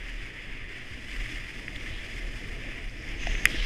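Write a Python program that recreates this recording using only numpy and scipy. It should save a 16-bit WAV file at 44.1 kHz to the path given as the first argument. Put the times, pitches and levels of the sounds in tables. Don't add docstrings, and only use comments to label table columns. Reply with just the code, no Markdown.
import sys
import numpy as np
from scipy import signal
from scipy.io import wavfile
from scipy.ndimage import uniform_filter1d

SR = 44100
rng = np.random.default_rng(int(sys.argv[2]) if len(sys.argv) > 2 else 0)


def makeup_ratio(level_db):
    decades = np.asarray(level_db, float) / 20
    return 10 ** decades


def store_wav(level_fs):
    pcm = np.round(np.clip(np.atleast_2d(level_fs), -1, 1) * 32767)
    wavfile.write(sys.argv[1], SR, pcm.T.astype(np.int16))


N = 160965


def evened(x):
    return x / np.sqrt(np.mean(x ** 2) + 1e-20)


def curve(table, column):
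    rows = np.array(table)
    return np.interp(np.arange(N) / SR, rows[:, 0], rows[:, column])


def add(mix, start_s, sound):
    part = mix[round(start_s * SR):][:len(sound)]
    part += sound[:len(part)]


def response(peaks, tilt_db=0., size=8192):
    hz = abs(np.fft.fftfreq(size, 1 / SR)) + 1
    power = sum(makeup_ratio(2 * db) / (1 + (2 * (hz - f) / width) ** 2) ** 2 for f, width, db in peaks)
    tilt = makeup_ratio(2 * tilt_db * np.log2(hz / 2000))
    log_gain = np.log(power * tilt + 1e-14) / 2
    spectrum = np.exp(np.conj(signal.hilbert(log_gain)))
    return np.fft.ifft(spectrum).real[:size // 2]


def colour(x, peaks):
    return evened(signal.oaconvolve(x, response(peaks))[:N])


def patchy(x, patch_db, wide=6, long=8, size=512):
    overlap = size * 3 // 4
    z = signal.stft(x, nperseg=size, noverlap=overlap)[2]
    field = rng.standard_normal(z.T.shape).T
    field = uniform_filter1d(uniform_filter1d(field, wide, 0), long, 1)
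    z = z * makeup_ratio(patch_db * evened(field))
    return signal.istft(z, nperseg=size, noverlap=overlap)[1][:N]


def slow(top_hz):
    t = np.arange(0, N, 64) / SR
    rates = np.geomspace(3, top_hz, num=30)
    wave = sum(np.sin(2 * np.pi * (f * t + rng.random())) / f ** 0.11 for f in rates)
    return np.interp(np.arange(N) / SR, t, evened(wave))


# (pitch [Hz], width [Hz], level [dB])
HOUSING_RESONANCES = [(1214, 310, -13.5), (1766, 222, -3), (2020, 573, 1.5), (2415, 650, -2.5),
                      (2897, 740, -6), (3424, 304, -9.5), (4140, 940, -23), (5000, 790, -15),
                      (5890, 1120, -23.5), (6800, 1500, -24.5), (8440, 1800, -27), (10160, 1440, -32.5),
                      (11360, 2200, -36), (14100, 3700, -42)]
# (time [s], scrape level [dB], spray against scrape [dB], rumble against scrape [dB])
RIDE_LEVELS = [(0, -42.5, -26, -7.5), (.1, -43, -22.5, -6.5), (.6, -43.5, -26.5, -5), (.85, -43, -23, -6.5),
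               (1.02, -45, -21.5, 0), (1.1, -41, -20.5, -9.5), (1.33, -40, -20.5, -7.5),
               (1.48, -41.5, -22.5, -9.5), (1.56, -45, -18.5, -1.5), (1.92, -41.5, -22, -4.5),
               (2.12, -42.5, -20, -4), (2.5, -44, -20.5, 2), (2.74, -41.5, -24, -2.5), (2.9, -47, -20, 0.5),
               (3.12, -43, -22.5, -0.5), (3.4, -38.5, -23, -5), (3.5, -38, -19, -1.5),
               (3.65, -37.5, -23.5, -8.5)]


def snow():
    crystals_per_s, crystal_spread_db, crystal_share = 2500, 1.5, 0.39
    patch_db, chatter_db = 0.74, 1.12
    low_top_hz, spray_from_hz, spray_extra_db = 3900, 4600, 1.5
    size = makeup_ratio(crystal_spread_db * np.minimum(rng.exponential(1, N), 5))
    breaks = rng.random(N) < crystals_per_s / SR
    crystals = evened(size * breaks * rng.choice([-1., 1.], N))
    smooth = rng.standard_normal(N)
    drive = np.sqrt(crystal_share) * crystals + np.sqrt(1 - crystal_share) * smooth
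    hiss = colour(patchy(drive, patch_db), HOUSING_RESONANCES) * makeup_ratio(chatter_db * slow(40))

    top = signal.sosfiltfilt(signal.butter(2, spray_from_hz, "high", fs=SR, output="sos"), hiss)
    low = signal.sosfiltfilt(signal.butter(3, low_top_hz, "low", fs=SR, output="sos"), hiss)
    middle = hiss - low - top
    spray_db = curve(RIDE_LEVELS, 2)
    spray_db = spray_db - np.mean(spray_db)
    spray = middle * makeup_ratio(spray_db) + top * makeup_ratio(spray_extra_db + spray_db)
    return makeup_ratio(curve(RIDE_LEVELS, 1)) * (low + spray)


# (pitch [Hz], width [Hz], level [dB])
WIND_BANDS = [(13.9, 13, -2), (36, 11.4, -3)]


def wind(shake):
    level_db, follow = -41, 0.72
    gusts = uniform_filter1d(shake, size=6000) ** follow
    return colour(rng.standard_normal(N), WIND_BANDS) * makeup_ratio(level_db) * gusts


# (pitch [Hz], width [Hz], level [dB])
BOARD_RESONANCES = [(67.5, 37, -50.5), (115, 54, -51), (217.6, 99, -59.5), (300, 175, -58.5),
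                    (435, 270, -65), (646, 240, -68), (900, 510, -75.5)]


def rumble(shake):
    rumble_follow, shake_follow, patch_db = 0.72, 0.093, 2
    level_db = curve(RIDE_LEVELS, 1) + rumble_follow * curve(RIDE_LEVELS, 3)
    rough = patchy(rng.standard_normal(N), patch_db, wide=3, long=4, size=2048)
    return makeup_ratio(level_db) * shake ** shake_follow * colour(rough, BOARD_RESONANCES)


# (time [s], peak level [dB], flexing pitch [Hz], length [s])
SNOW_BUMPS = [(0.095, -34.5, 36.9, 0.2), (0.263, -44, 37, 0.03), (0.471, -37, 33, 0.055),
              (0.56, -36, 29.5, 0.15), (1.198, -29.5, 37.7, 0.086), (1.36, -31, 37.8, 0.046),
              (1.446, -32.5, 34.6, 0.1), (1.595, -36.5, 35.5, 0.054), (1.754, -34.5, 38.4, 0.061),
              (1.829, -40, 35.2, 0.045), (1.892, -36.5, 35.6, 0.14), (1.963, -39, 36.4, 0.038),
              (2.179, -34.5, 37, 0.075), (2.263, -32, 37.4, 0.043), (2.338, -34.5, 38.4, 0.064),
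              (2.516, -35, 33, 0.096), (2.688, -34, 32.8, 0.076), (2.841, -33.5, 32.8, 0.098),
              (2.983, -35, 34.9, 0.049), (3.107, -32.5, 33, 0.053), (3.196, -26.8, 35, 0.029),
              (3.331, -24.5, 34.6, 0.12), (3.463, -28, 35, 0.042), (3.606, -23, 33.8, 0.039)]


def board_flex():
    stretch = 1.19
    t, flex, swing = np.arange(N) / SR, np.zeros(N), np.zeros(N)
    for (s, db, hz, length_s), phase in zip(SNOW_BUMPS, rng.random(len(SNOW_BUMPS))):
        shape = makeup_ratio(db) * np.exp(-2.8 * ((t - s) / (stretch * length_s)) ** 2)
        flex += shape * np.cos(2 * np.pi * (hz * (t - s) + phase))
        swing += shape
    shake = (swing + 0.0067) / np.median(swing + 0.0041)
    return flex, shake


# (time [s], peak level [dB], pitch [Hz], time to fall 60 dB [s])
MOUNT_KNOCKS = [(0.539, -37, 128, 0.075), (.91, -24, 95, 0.067), (.92, -34.5, 48, 0.31),
                (1.079, -29, 41, 0.27), (1.32, -34.5, 300, 0.086), (1.761, -25.5, 3400, .008),
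                (2.897, -37, 5000, 0.0045), (3.024, -38, 6200, .004), (3.089, -38, 6500, 0.0052),
                (3.2704, -20.5, 690, 0.023), (3.271, -28, 5050, 0.0068), (3.34, -32, 420, .03),
                (3.455, -19.5, 6800, 0.0076), (3.455, -26.5, 1176, 0.027), (3.46, -31.5, 115, 0.11),
                (3.505, -37, 320, 0.071), (3.543, -20.5, 311, 0.04)]


def knocks():
    out = np.zeros(N)
    for s, db, hz, t60 in MOUNT_KNOCKS:
        t = np.arange(0, 1.2 * t60, 1 / SR)
        rise = np.minimum(t * hz / 1.33, 1)
        add(out, s, makeup_ratio(db - 60 * t / t60) * rise * np.sin(2 * np.pi * hz * t))
    return out


# (pitch [Hz], level [dB], ring time [ms])
LID_RINGS = [(2051, 1.5, 0.43), (2384, -6.5, 0.65), (2880, -16.5, 0.93), (3330, -18, 0.73)]
# (time [s], peak level [dB], brightness [dB per octave])
ICE_CHIPS = [
    (1.6811, -21, -9),
    (3.2698, -20.5, 11),
    (3.3521, -21, -9),
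    (3.373, -33, 12),
    (3.4549, -0.9, -1),
    (3.4617, -20, 3),
    (3.4704, -18.5, 5),
    (3.516, -34, -6),
]


def chips():
    out, ms = np.zeros(N), np.arange(800) / SR * 1000
    for s, db, tilt_db in ICE_CHIPS:
        ring = np.zeros(len(ms))
        for hz, lid_db, ring_ms in LID_RINGS:
            swell = (ms / ring_ms) ** 2 * np.exp(-ms / ring_ms)
            level = makeup_ratio(lid_db + tilt_db * np.log2(hz / 2000))
            ring += level * swell * np.sin(2 * np.pi * hz * ms / 1000)
        add(out, s, makeup_ratio(db) * ring / abs(ring).max())
    return out


# (time [s], peak level [dB], brightness [dB per octave], decay [ms])
HOUSING_CRACKS = [
    (1.7607, -38, 3, .6),
    (2.477, -41, 8, 1.2),
    (3.2695, -34, 6, 1.5),
    (3.4548, -7, 14, 0.41),
    (3.4612, -39, 11, .8),
]


def cracks():
    out, ms = np.zeros(N), np.arange(800) / SR * 1000
    noises = rng.standard_normal((len(HOUSING_CRACKS), 800))
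    for (s, db, tilt_db, decay_ms), noise in zip(HOUSING_CRACKS, noises):
        splinters = noise * np.exp(-ms / decay_ms)
        ring = np.convolve(splinters, response(HOUSING_RESONANCES, tilt_db)[:800])
        add(out, s, makeup_ratio(db) * ring / abs(ring).max())
    return out


# (start [s], end [s], pitch [Hz], width [Hz], level [dB])
EDGE_CARVES = [
    (1.855, 2.016, 3120, 1100, -50),
    (2.576, 2.827, 2380, 700, -50.5),
    (2.95, 3.46, 5170, 900, -60),
    (3.166, 3.464, 6250, 900, -52.5),
    (3.173, 3.401, 2630, 1040, -41.5),
    (3.518, 3.7, 5180, 1500, -48.5),
    (3.496, 3.7, 3100, 1270, -40),
]


def carves():
    rise_s, waver_db = 0.035, 2.0
    out, t = np.zeros(N), np.arange(N) / SR
    for start, end, hz, width, db in EDGE_CARVES:
        bite = np.clip(np.minimum(t - start, 2 * (end - t)) / rise_s, 0, 1)
        song = colour(rng.standard_normal(N), [(hz, width, 0)])
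        out += bite * makeup_ratio(db + waver_db * slow(50)) * song
    return out


def scene():
    flex, shake = board_flex()
    ride = snow() + wind(shake) + rumble(shake) + flex
    clicks = knocks() + chips() + cracks()
    return (ride + clicks + carves())[None]


def roll_off(x):
    return signal.sosfilt(signal.butter(12, 16340, fs=SR, output="sos"), x)


def record(dry):
    top_hz = 15350
    low_pass = signal.firwin(511, top_hz, window=("kaiser", 9), fs=SR)
    limited = signal.oaconvolve(dry, low_pass[None], "same")
    return roll_off(limited)


dry = scene()
out = record(dry)
store_wav(out)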